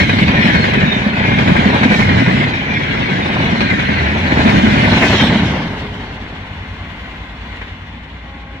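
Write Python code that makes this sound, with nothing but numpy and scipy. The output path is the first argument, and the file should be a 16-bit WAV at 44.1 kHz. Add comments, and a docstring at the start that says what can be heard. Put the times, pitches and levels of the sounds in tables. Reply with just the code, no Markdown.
"""A long passenger train rushes past 7 m from a pair of microphones. Worn wheels thump and clang on the rails,
and the ringing of resonant wheel modes glides down in pitch as each pair of bogies goes by. Filtered noise
makes the rumble, roar and hiss; the pair turns to follow the last coach, whose generator hums. Then the last
wheels drum and hum in the distance over steady ringing notes, and a horn, a stack of harmonics, sounds faintly
at the end."""
import sys
import numpy as np
from scipy import signal
from scipy.fft import rfft, irfft, next_fast_len
from scipy.io import wavfile
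from scipy.ndimage import uniform_filter1d, minimum_filter1d, map_coordinates

SR = 44100
rng = np.random.default_rng(int(sys.argv[2]) if len(sys.argv) > 2 else 0)


def store_wav(level_fs):
    """Save 16-bit WAV to argv[1]."""
    pcm = np.round(np.clip(np.atleast_2d(level_fs), -1, 1) * 32767)
    wavfile.write(sys.argv[1], SR, pcm.T.astype(np.int16))


N = 379241
SPEED, SOUND_SPEED = 31, 343  # train and sound, m/s
TAIL_S = 5.455  # the last wheels draw level
TURN_S, FIRST_TURN_S = .1008, 5.0826  # one turn of the last wheels and the start of their first, s


def amp(db):
    """Decibels to gain."""
    return 10 ** (np.asarray(db) / 20)


def unit(x):
    """Scale to rms 1."""
    return x / np.sqrt(np.mean(x ** 2) + 1e-20)


def clock():
    """The time of every sample in seconds."""
    return np.arange(N) / SR


def along(points, hz):
    """Read (Hz, value) points at any frequency, on a log axis."""
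    f, v = np.transpose(points)
    return np.interp(np.log(hz + 1), np.log(f + 1), v)


def curves(rows):
    """One value per sample for each column after the time."""
    s, *cols = np.transpose(rows)
    return [np.interp(clock(), s, c) for c in cols]


def wobble(rate):
    """A smooth random curve, rate knots a second."""
    finer = 2 ** 4
    knots = rng.standard_normal(int(N * rate / SR) + 4)
    smooth = signal.resample_poly(knots, finer, 1)
    return np.interp(clock() * rate * finer, np.arange(len(smooth)), smooth)


def filtered(x, response):
    """x times a response of frequency."""
    size = next_fast_len(N + SR // 2, real=True)
    hz = np.fft.rfftfreq(size, 1 / SR)
    return irfft(rfft(x, size) * response(hz), size)[..., :N]


def add(track, s, sound):
    """Mix a short sound into a track at time s."""
    start = int(np.clip(round(s * SR), 0, N - 1))
    track[start:start + len(sound)] += sound[:N - start]


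# Likeness of the two microphones. Each row: frequency in Hz, left-right likeness from 0 to 1.
LIKENESS = [(60, 0.99), (250, 0.99), (600, 0.76), (1500, 0.38), (2500, 0.099), (4000, 0.088), (10000, 0.18)]


def rush(spectrum):
    """Stereo noise of rms 1, much less alike at the two microphones in the treble than in the bass."""
    def mid_and_side(hz):
        angle = np.arccos(np.clip(along(LIKENESS, hz), -1, 1)) / 2
        return amp(along(spectrum, hz)) * [np.cos(angle), np.sin(angle)]

    mid, side = filtered(rng.standard_normal((2, N)), mid_and_side)
    return unit(np.array([mid + side, mid - side]))


# Where the microphones face. Each row: time in seconds, degrees turned from facing the track
# (negative is towards the oncoming coaches).
FACING = [(0, -62.5), (4.0, -54.5), (4.8, -44.5), (5.0, -22), (5.35, 35.5), (5.6, 58.5), (6.0, 67),
          (8.6, 74)]


def ear_lag(bearing, spacing_ms=0.5):
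    """Seconds by which each microphone hears a source late; bearing 0 is straight across the track."""
    heading, = curves(FACING)
    lag = spacing_ms / 1000 * np.sin(bearing - np.radians(heading)) / 2
    return np.array([lag, -lag])


def placed(pair, bearing):
    """Give a stereo sound its direction by its arrival times at the two microphones."""
    t = clock()
    return np.array([np.interp(t - lag, t, ear) for lag, ear in zip(ear_lag(bearing), pair)])


def path(closest_s, t, track_m=7.):
    """Distance in metres and bearing at times t of a bogie that passes at closest_s."""
    x = SPEED * (t - closest_s)
    return np.hypot(x, track_m), np.arctan2(x, track_m)


def receded(fade_s=1.0):
    """0 while the coaches pass, rising to 1 once the last one is by."""
    return np.clip((clock() - TAIL_S) / fade_s, 0, 1)


def near_to_far(near, far):
    """Noise whose colour changes as the train draws away over the ballast."""
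    gone = receded()
    return rush(near) * np.sqrt(1 - gone) + rush(far) * np.sqrt(gone)


# Four layers as the coaches pass. Each row: time in seconds, then levels in dB before trim of
# track rumble, rolling roar, rail singing and hiss.
PASSING = [(0.0, -9, -57, -21, -19.5), (0.06, -13.5, -27, -21.5, -22.5), (0.35, -12.5, -19.5, -17.5, -28.5),
           (0.49, -12.5, -20, -14.5, -24.5), (0.59, -14.5, -19, -20.5, -24.5),
           (0.82, -15.5, -21.5, -19, -29), (1.13, -18.5, -23.5, -23.5, -33.5), (1.2, -15, -22, -21, -30),
           (1.499, -10.5, -16, -20, -26.5), (2.38, -13.5, -20, -20, -27), (2.6, -19, -27, -23.5, -33),
           (2.68, -20, -27, -22.5, -35), (3.47, -16, -21.5, -21.5, -28.5), (3.7, -15, -23, -20, -28.5),
           (4.27, -17.5, -22.5, -20.5, -31.5), (4.48, -9.5, -13, -17.5, -24), (4.6, -10, -18, -19.5, -26),
           (5.17, -12.5, -16, -18.5, -19), (5.37, -13.5, -22, -23, -23.5), (5.4, -15, -22, -24, -26.5)]
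# The same four layers, one row each: trim in dB, power of distance by which the tail fades,
# distant train in dB as the last wheels draw level, its fading in dB per second.
RECEDING = [(-0.5, 1.68, -32, 1), (0.22, 1.58, -32, 3), (1.5, 2.7, -33, 3), (-0.5, 2.7, -34.5, 3.5)]


def layer_levels():
    """Level of each layer in dB: the near coaches, fading with distance behind the last, over the distant train."""
    behind_s = np.maximum(clock() - TAIL_S, 0)
    distance, _ = path(TAIL_S, clock())
    nearness = np.where(behind_s > 0, distance.min() / distance, 1)
    levels = []
    for near_db, (trim_db, falloff, far_db, fade_db) in zip(curves(PASSING), RECEDING):
        near = amp(near_db + trim_db) * nearness ** falloff
        far = amp(far_db - fade_db * behind_s)
        levels.append(20 * np.log10(np.hypot(near, far)))
    return levels


# Bogies at each coach end. Each row: time when closest in seconds, relative level in dB,
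# pitch ratio of their wheels.
BOGIE_PASSES = [(-0.2, 8.5, 1.03), (0.53, -2, 0.97), (1.3, -2, 1.04), (2.02, 5, 0.95), (2.8, 2, 1.01),
                (3.57, 2.5, 0.92), (4.42, 0, 0.98), (5.2, 3, 1.01)]


def nearest(step_s=0.01):
    """Bearing of the train's sound: it swings along with each nearest pair of bogies, then follows the last."""
    s = np.arange(0, N / SR + step_s, step_s)
    distance, bearing = np.transpose([path(closest_s, s) for closest_s, _, _ in BOGIE_PASSES], (1, 0, 2))
    return np.interp(clock(), s, np.average(bearing, axis=0, weights=distance ** -2))


# Wheel modes at rest, before each bogie's pitch ratio. Each row: frequency in Hz, relative level in dB.
WHEEL_MODES = [(1640, -1.5), (1790, -11), (2096, -0.5), (2266, -3), (2333, 0), (2577, -13.5), (2628, -10.5),
               (3086, -8), (3305, -7), (3838, -13), (4200, -18.5)]


def wheels(falloff=0.5, damping=0.009):
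    """Rail roughness keeps each wheel's modes ringing; the changing travel time bends their pitch."""
    t, out, power = clock(), np.zeros((2, N)), np.zeros(N)
    size = next_fast_len(N + 2 * SR, real=True)
    hz = np.fft.rfftfreq(size, 1 / SR)
    emitted = np.arange(size) / SR - 3 / 2  # ringing starts early enough for the travel time
    grid = np.arange(0, SR / 2, 2)
    for closest_s, db, pitch in BOGIE_PASSES:
        modes = sum(amp(level) / (1 + (2 * (grid / (f * pitch) - 1) / damping) ** 2)
                    for f, level in WHEEL_MODES)
        random_phase = np.exp(2j * np.pi * rng.random(len(hz)))
        ring = unit(irfft(np.interp(hz, grid, modes) * random_phase, size))
        distance, bearing = path(closest_s, t)
        gain = amp(db) / distance ** falloff
        out += gain * np.interp(t - distance / SOUND_SPEED - ear_lag(bearing), emitted, ring)
        power += gain ** 2
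    return out / np.sqrt(power)


# Wheels with a flat spot, which clangs once a turn. Each row: first strike in seconds, strikes,
# turn in seconds, relative level in dB, change per strike in dB, lull before the strike from 0 to 1.
FLAT_SPOTS = [(0.0, 4, 0.0935, -1.5, -1.2, 1), (0.030, 3, 0.099, -8, -0.5, 0.2),
              (0.455, 4, .0935, -3, -0.4, 0.8), (1.385, 1, 0.09, -5.5, 0, 1), (1.475, 5, 0.09, -7, 0, 1),
              (1.812, 3, 0.09, -14, 0, 1), (1.832, 6, 0.086, -4, -0.93, 1), (2.190, 3, 0.089, -12, -2, 1),
              (2.736, 5, 0.097, -11, -2.5, 0), (3.606, 5, 0.094, -4.5, -2.2, 1),
              (4.320, 4, .0865, -8, 0.5, 0), (4.371, 4, 0.094, -15, 0.4, 1), (4.458, 3, 0.087, -14, 0, 1),
              (4.845, 5, .0895, -8.5, -1.2, .6), (5.022, 1, .0895, -1, 0, 1), (7.615, 1, .1008, -18, 0, 1)]


def strikes():
    """Every strike of every flat spot: (s, dB, lull)."""
    return [(first_s + k * turn_s, db + k * change_db, lull)
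            for first_s, count, turn_s, db, change_db, lull in FLAT_SPOTS
            for k in range(round(count))]


def clangs(t60=0.14, rise_s=.0006):
    """Strength of the steel's ringing after the flat spots strike; overlapping rings add in power."""
    power, t = np.zeros(N), np.arange(SR // 3) / SR
    for s, db, _ in strikes():
        ringing = amp(db - 60 * t / t60) * (1 - np.exp(-t / rise_s))
        add(power, s - rise_s, ringing ** 2)
    return np.sqrt(power)


def lulls(half_s=0.013, lead_s=0.025):
    """1 while a wheel is unloaded: just before a flat spot strikes, and on every turn of the last wheels."""
    centre_s = 1 / 20
    out = np.zeros(N)
    dip = np.exp(-((np.arange(SR // 10) / SR - centre_s) / half_s) ** 2)
    before = [(s - lead_s, depth) for s, _, depth in strikes()]
    turns = [(s, 1) for s in np.arange(FIRST_TURN_S, N / SR, TURN_S)]
    for s, depth in before + turns:
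        if s > centre_s:
            add(out, s - centre_s, depth * dip)
    return np.clip(out, 0, 1)


def clumped(pair, depth_db, width=.017, life_s=.075, fall_per_s=.55):
    """Many short-lived resonances slide down in pitch as the wheels go by, then settle and even out with distance."""
    hz, s, z = signal.stft(pair, SR, nperseg=1024)
    gone = np.interp(s, clock(), receded())
    fallen = fall_per_s * np.cumsum(1 - gone) * s[1]  # in log frequency, as is width
    pitch, age = np.broadcast_arrays((np.log1p(hz)[:, None] + fallen) / width, s / life_s)
    knots = rng.standard_normal((int(pitch.max()) + 2, int(age.max()) + 2))
    bumps = unit(map_coordinates(knots, [pitch, age], order=1))
    patches = amp(depth_db * (1 - gone / 2) * bumps)
    patches /= np.sqrt(np.mean(patches ** 2, axis=0))
    return unit(signal.istft(z * patches, nperseg=1024)[1][:, :N])


# Spectrum of the singing rails. 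Each row: frequency in Hz, relative level in dB per Hz.
RAIL_SPECTRUM = [(900, -18), (1300, -11), (1520, 0.5), (1850, -1.5), (2150, 1), (2450, -1.5), (2700, -12),
                 (3500, -44), (4800, -51), (7000, -68), (11000, -92)]


def steel(level, rail_db=-3.5, rail_blow_db=-11.5, wheel_blow_db=-16.5, flutter_db=0.86, far_db=0.5):
    """The rails sing beside the nearest wheels, the wheels from where they are; every clang excites both."""
    wheel_db = rail_db - 2 - 1.5 * receded(fade_s=1.6)
    blows = clangs()
    rolling = amp(level + flutter_db * wobble(35) + far_db * receded())
    rails = placed(clumped(rush(RAIL_SPECTRUM), depth_db=4.5), nearest())
    rail_gain = np.hypot(rolling * amp(rail_db), blows * amp(rail_blow_db))
    wheel_gain = np.hypot(rolling * amp(wheel_db), blows * amp(wheel_blow_db))
    return rails * rail_gain + wheels() * wheel_gain


def pings(level, low_hz=1479.0, high_hz=2541.0):
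    """Small dents and flat-spot strikes set a few notes of the steel ringing; the dents' grain fades behind the train."""
    per_s, t60, ear_spread = 55, .08, .8  # dents a second, decay in s, phase spread in radians
    level_db, strike_db, scatter_db = -9, -11, 3.5
    t = np.arange(SR // 12) / SR
    decay = amp(-60 * t / t60) * (1 - np.exp(-t / .001))

    def rung(hits):
        out = np.zeros((2, N))
        for s, db in hits:
            notes_hz = rng.uniform(low_hz, high_hz, size=(3, 1))
            phase = 2 * np.pi * notes_hz * t + ear_spread * rng.standard_normal((2, 3, 1))
            for ear, ring in zip(out, amp(db) * decay * np.sin(phase).sum(axis=1)):
                add(ear, s, ring)
        return out

    dent_s = rng.uniform(0, N / SR, size=round(per_s * N / SR))
    dents = [(s, scatter_db * rng.normal()) for s in dent_s]
    grain = unit(rung(dents)) * amp(level + level_db) * (1 - receded())
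    struck = rung([(s, db + strike_db) for s, db, _ in strikes()])
    return placed(grain + struck, nearest())


def faint_squeals(steel_level, low_hz=1555.0, high_hz=4252.0, length_s=0.042, fall=0.56, count=420):
    """Many fainter squeals at random times and pitches, following the singing of the rails."""
    under_db, octave_db = -7.5, -8  # at the lowest pitch, and per octave above it
    squeal_rows = []
    for u, v in rng.random((count, 2)):
        s, hz = u * TAIL_S, low_hz * (high_hz / low_hz) ** v
        db = steel_level[int(s * SR)] + under_db + octave_db * np.log2(hz / low_hz)
        squeal_rows.append((s, hz, db, length_s, fall))
    return squeal_rows


# The loudest wheels singing out as they near. Each row: middle in seconds, pitch in Hz,
# relative level in dB, half length in seconds, share of the pitch lost per second.
LOUD_SQUEALS = [(.02, 2170, -18.5, 0.095, 0.33), (.13, 3820, -27, 0.027, 0.39),
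                (.39, 1830, -15, 0.053, 0.78), (.61, 4260, -27, 0.043, 0.23), (.92, 3680, -20, 0.052, 0.34),
                (1.3, 2140, -21.5, 0.067, 0.26), (1.96, 2284, -17.5, 0.088, 0.85),
                (2.06, 2150, -22, 0.19, 0.48), (1.98, 1805, -19.5, 0.07, 0.29),
                (2.43, 2130, -20, 0.027, 0.41), (2.74, 2374, -21, 0.048, 0.5),
                (2.77, 2145, -22, 0.024, 0.39), (2.94, 2150, -21.5, 0.022, 0.28),
                (3.25, 3580, -24, 0.025, 0.26), (3.72, 2070, -15, 0.02, .3),
                (3.93, 2156, -25.5, 0.13, 0.24), (5.2, 3710, -28, 0.071, .7), (5.22, 3140, -22, 0.063, 0.8),
                (.36, 2400, -20, .06, .6)]


def squeals(steel_level, level_db=-1.8, rough=0.99):
    """A wheel mode swells for a moment and slides down as the wheel draws level."""
    out, t = np.zeros(N), clock()
    for s, hz, db, length_s, fall in list(LOUD_SQUEALS) + faint_squeals(steel_level):
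        near = slice(max(int((s - 3 * length_s) * SR), 0), int((s + 3 * length_s) * SR))
        u = t[near] - s
        phase = 2 * np.pi * (hz * (u - fall * u ** 2 / 2) + rng.random())
        out[near] += amp(db + level_db) * np.exp(-(u / length_s) ** 2) * np.sin(phase)
    roughness = 1 + rough * np.array([wobble(75), wobble(80)])
    return placed(out * roughness, nearest())


def thud(hz, cycles):
    """A blow on the sleepers: a swing that swells and dies within a few cycles."""
    phase = hz * np.arange(SR // 10) / SR
    u = phase / cycles
    return u * np.exp(1 - u) * np.sin(2 * np.pi * phase)


# The heaviest single wheel blows on the track. Each row: start in seconds, relative level in dB, pitch in Hz.
BLOWS = [(-0.002, -3.5, 195), (0.028, -7.5, 206), (0.134, -6.5, 234), (0.218, -4, 214), (0.282, -7, 207),
         (0.383, -4.5, 208), (0.457, -2.5, 204), (0.486, -7.5, 196), (0.503, -11, 222), (0.544, -4.5, 190),
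         (0.594, -5.0, 209), (0.68, -8, 204), (0.771, -6.5, 216), (0.833, -6.5, 199), (0.879, -6, 194),
         (0.963, -4, 201), (1.063, -6.0, 206), (1.48, -2, 225), (1.515, -2, 207), (1.589, -3, 206),
         (1.658, -3.5, 202), (1.743, -6.0, 252), (1.81, -4.0, 227), (1.855, 0, 260), (1.9, -4.5, 195),
         (1.919, -2, 193), (1.991, -6, 198), (2.122, -6.5, 200), (2.201, -8, 214), (2.22, -3, 242),
         (2.275, -3, 180), (3.531, -6, 217), (3.727, -9, 186), (4.321, -4, 283), (4.37, -3.5, 241),
         (4.391, -4, 237), (4.457, 0, 229), (4.491, -8, 216), (4.545, -7, 205), (4.579, -2.5, 220),
         (4.636, 0, 212), (4.669, -3.5, 212), (4.825, -6.5, 217), (4.861, -6, 212), (4.923, -6.5, 227),
         (5.238, -6.5, 213), (5.326, -7, 228), (5.355, -4, 220), (5.432, -6.5, 221)]


def thumps(cycles=0.9, knock_hz=552.0, knock_db=-12.0, knock_cycles=1.63):
    """Heavy wheel blows shake the track and knock on the sleepers, no two quite alike."""
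    out = np.zeros(N)
    for s, db, hz in BLOWS:
        knock = thud(knock_hz * np.exp(0.22 * rng.normal()), knock_cycles)
        add(out, s, amp(db) * (thud(hz, cycles) + amp(knock_db) * knock))
    return out


# Worn spots round the last wheels. Each row: place as a share of a turn, relative level in dB, pitch in Hz.
WORN_SPOTS = [(0.159, -1, 106), (0.438, 10, 93), (.68, -7, 62)]
# Level of their drumming. Each row: time in seconds, relative level in dB.
DRUMMING_LEVEL = [(5.3, -28), (5.7, -30), (6.0, -32.5), (6.7, -33.5), (7.1, -41), (7.5, -37), (8.1, -45),
                  (8.6, -35.5)]


def drumming(level_db=-0.5, cycles=.5, scatter_db=1.5):
    """The same worn spots of the last wheels come round on every turn, soft and low."""
    out = np.zeros(N)
    for start in np.arange(FIRST_TURN_S, N / SR, TURN_S):
        for share, db, hz in WORN_SPOTS:
            add(out, start + share * TURN_S, amp(db + scatter_db * rng.normal()) * thud(hz, cycles))
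    return out * amp(curves(DRUMMING_LEVEL)[0] + level_db)


def tread(spectrum):
    """The uneven tread of a wheel plays the same rough pattern on every turn; rms 1."""
    turn = irfft(np.exp(2j * np.pi * rng.random(round(TURN_S * SR / 2) + 1)))
    return unit(filtered(np.resize(turn, N), lambda hz: amp(along(spectrum, hz))))


# Rumble of the track and coaches close by, rumble of the distant train, and drone of the last wheels'
# uneven treads. Each row: frequency in Hz, relative level in dB per Hz.
NEAR_RUMBLE = [(20, -35), (38, -17.5), (58, -7), (100, -2), (150, -1.5), (220, -0.5), (290, -6),
               (380, -18.5), (700, -69)]
DISTANT_RUMBLE = [(20, -21), (38, -18), (56, 0), (95, -1.5), (118, -15), (155, -8), (220, -4.5), (280, -13),
                  (350, -16), (700, -59), (3000, -100)]
TREAD_DRONE = [(105, -30), (145, 7), (235, 3), (290, 6), (340, -14), (480, -45), (2000, -100)]


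def rumble(level, level_db=-0.5, lumps_db=1., far_db=-2.0, tread_db=-6.5, lull_db=-1.5):
    """Track and coach bodies rumble and throb with the wheels; behind the train the last wheels' treads drone on."""
    gone = receded()
    lumps = unit(amp(lumps_db * wobble(45)))
    gain = amp(level + level_db + lull_db * lulls() * (2 - gone / 2)) * lumps
    far = amp(tread_db) * tread(TREAD_DRONE) + amp(far_db) * rush(DISTANT_RUMBLE)
    body = rush(NEAR_RUMBLE) * np.sqrt(1 - gone) + far * np.sqrt(gone)
    return placed(body * gain + thumps() + drumming(), nearest())


# Roar close by and far off. Each row: frequency in Hz, relative level in dB per Hz.
NEAR_ROAR = [(150, -66), (350, -4), (480, -7.5), (640, -6.5), (950, -6.5), (1280, -14.5), (1800, -11.5),
             (4000, -75)]
DISTANT_ROAR = [(150, -4.5), (280, -7.5), (400, -4.5), (560, -4.5), (850, -1), (1050, -0.5), (1300, -8),
                (1800, -6), (4000, -49.5), (9000, -95)]


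def roar(level, rattle_db=2.0, blow_db=-13.0):
    """The running gear roars and rattles, harder with every clang and more evenly with distance."""
    rattle = unit(amp(rattle_db * (1 - .7 * receded()) * wobble(70)))
    gain = np.hypot(rattle * amp(level), clangs() * amp(blow_db))
    return placed(near_to_far(NEAR_ROAR, DISTANT_ROAR) * gain, nearest())


# Hiss close by and far off, and the sizzle of scraping wheels.
# Each row: frequency in Hz, relative level in dB per Hz.
NEAR_HISS = [(2000, -17.5), (2800, 1.5), (3700, -1.5), (4300, -6), (5000, -10.5), (6300, -17.5),
             (8000, -29), (10000, -34), (13000, -38), (15000, -76)]
DISTANT_HISS = [(2000, -10), (2900, -1.5), (3500, -7.5), (4300, -12), (5000, -19.5), (7000, -28),
                (9000, -39), (15000, -38)]
SIZZLE_SPECTRUM = [(2500, -30), (3800, -2.5), (5500, -0.5), (7000, -5), (9000, -21), (13000, -20.5),
                   (15000, -43)]
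# The nearest wheels scrape by. Each row: middle in seconds, level in dB, half length in seconds.
SCRAPES = [(1.982, -33.5, 0.082), (4.583, -39, 0.39), (5.072, -30.5, 0.092)]


def hiss(level, level_db=0.5, flutter_db=1.2, blow_db=-17.5):
    """Bright hiss of the wheel contacts, carried along the rails, with sizzles from the nearest wheels."""
    gain = np.hypot(amp(level + level_db + flutter_db * wobble(40)), clangs() * amp(blow_db))
    scrape = sum(amp(db) * np.exp(-((clock() - s) / length_s) ** 2) for s, db, length_s in SCRAPES)
    contacts = clumped(near_to_far(NEAR_HISS, DISTANT_HISS), depth_db=3.8)
    return placed(contacts * gain + rush(SIZZLE_SPECTRUM) * scrape, nearest())


# Hollow booms from under single coaches. Each row: middle in seconds, pitch in Hz, level in dB,
# half length in seconds.
COACH_BOOMS = [(2.096, 92, -18, 0.14), (2.24, 120, -18.5, 0.15), (4.13, 79, -20, 0.32)]


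def booms(waver=0.0478):
    """Now and then a coach booms on one low, wavering note as it comes by."""
    t, out = clock(), np.zeros(N)
    drift = np.cumsum(1 + waver * wobble(25)) / SR
    for s, hz, db, length_s in COACH_BOOMS:
        out += amp(db) * np.exp(-((t - s) / length_s) ** 2) * np.sin(2 * np.pi * hz * drift)
    return placed(np.sqrt(2) * np.array([out, out]), 0)


def generator(hum_hz=416.0, loudest_s=5.58, length_s=0.7, level_db=-40, rough=0.78):
    """The generator in the last coach hums briefly as it draws away."""
    t = clock()
    swell = amp(level_db) * np.exp(-((t - loudest_s) / length_s) ** 2) * (1 + rough * wobble(30))
    return np.sqrt(2) * swell * np.sin(2 * np.pi * hum_hz * t + wobble(22))


# Hum of the last wheels, which are out of round. Each row: frequency in Hz before rounding to a multiple
# of the turning rate, level in dB before fading, fading in dB per second.
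HUM_TONES = [(49.6, -41, 0.5), (59.2, -36.5, 1), (89.3, -36, 5.5), (99.2, -41, 5.5), (158.7, -50, 1),
             (238, -52, 1.5)]


def wheel_hum(waver_db=3.5):
    """The low hum of the last wheels comes clear behind the train, wavers in level and slowly fades."""
    t = clock()
    fading_s = np.maximum(t - TAIL_S - 1, 0)
    tones = np.zeros(N)
    for hz, db, fade in HUM_TONES:
        gain = amp(db - fade * fading_s + waver_db * wobble(2.46))
        turns = round(hz * TURN_S) * t / TURN_S
        tones += gain * np.sin(2 * np.pi * (turns + rng.random()))
    return np.sqrt(2) * tones * receded(fade_s=0.39)


# Steady notes that ring on behind the train. Each row: frequency in Hz, level in dB before swell and fading.
TAIL_NOTES = [(1590, -57), (1922, -48), (2078, -47.5), (2160, -60), (2396, -55), (3031, -64), (3450, -55)]


def tail_ring(swell_db, width=0.021, fade_db_per_s=2.5):
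    """Behind the train steady notes ring on at fixed pitches, slowly fading."""
    def notes(hz):
        return sum(amp(db) / np.sqrt(f) / (1 + (2 * (hz / f - 1) / width) ** 2) for f, db in TAIL_NOTES)

    shared, left, right = filtered(rng.standard_normal((3, N)), notes)
    total = np.linalg.norm([amp(db) for _, db in TAIL_NOTES])
    gain = amp(swell_db - fade_db_per_s * (clock() - TAIL_S - 1.5)) * receded(fade_s=0.25)
    return total * gain * unit(shared + np.array([left, right]))


# Harmonics of the far horn. Each entry: level in dB before trim, from the fundamental up.
HORN_HARMONICS = [-49, -50, -46, -49.5, -66, -58]


def horn(pitch_hz=272.3, start_s=8.17, rise_s=0.12, waver=0.0028, level_db=-0.5):
    """A far horn, a steady stack of harmonics made unsteady by the air."""
    phase = 2 * np.pi * np.cumsum(pitch_hz * (1 + waver * wobble(30))) / SR
    tone = sum(amp(db + level_db + 1.4 * wobble(5.1)) * np.sin(k * phase)
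               for k, db in enumerate(HORN_HARMONICS, 1))
    return np.sqrt(2) * tone * np.clip((clock() - start_s) / rise_s, 0, 1)


# The distant clatter swells and sinks. Each row: time in seconds, change of level in dB.
DISTANT_SWELL = [(5.6, -0.5), (6.4, -0.4), (7.15, 2), (7.35, 1), (7.57, 5), (7.75, 1), (8.6, 2)]


def scene(roar_lull_db=-4.0, steel_lull_db=-2.0, left_db=1.):
    """All the sounds of the train together; as it recedes the lulls blur and it lies a little to the left."""
    rumble_db, roar_db, steel_db, hiss_db = layer_levels()
    swell_db, = curves(DISTANT_SWELL)
    lull = lulls() * (1 - .9 * receded())
    high = steel(steel_db + steel_lull_db * lull + swell_db)
    high += pings(steel_db + 2 * steel_lull_db * lull) + squeals(steel_db)
    high += hiss(hiss_db + swell_db) + tail_ring(swell_db)
    low = rumble(rumble_db) + roar(roar_db + roar_lull_db * lull + swell_db / 2)
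    low += booms() + wheel_hum()
    balance = amp(left_db * receded() * np.array([[.5], [-.5]]))
    return (low + high + generator() + horn()) * balance


def limited(x):
    """A fast limiter turns both ears down around the biggest peaks."""
    needed = np.minimum(1, 1.1 / (np.abs(x).max(axis=0) + 1e-9))
    return x * uniform_filter1d(minimum_filter1d(needed, size=180), size=180)


# How the two microphones differ. Each row: frequency in Hz, left minus right in dB.
MICROPHONE_TILT = [(100, -0.5), (600, -0.5), (1000, 1.5), (1600, 2.5), (2400, 2.5), (3800, -4.5),
                   (10000, -2)]


def record(dry, notch_hz=4850.0, notch_width_hz=280.0, notch_db=-4.5, top_hz=14200):
    """Two slightly unlike microphones with a narrow notch, then a limiter; what passes it clips, below a top cut."""
    def response(hz):
        notch = notch_db * np.exp(-((hz - notch_hz) / notch_width_hz) ** 2)
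        return amp(notch + np.array([[.5], [-.5]]) * along(MICROPHONE_TILT, hz))

    heard = filtered(dry, response)
    return filtered(np.clip(limited(heard), -1, 1), lambda hz: hz < top_hz)


dry = scene()
out = record(dry)
store_wav(out)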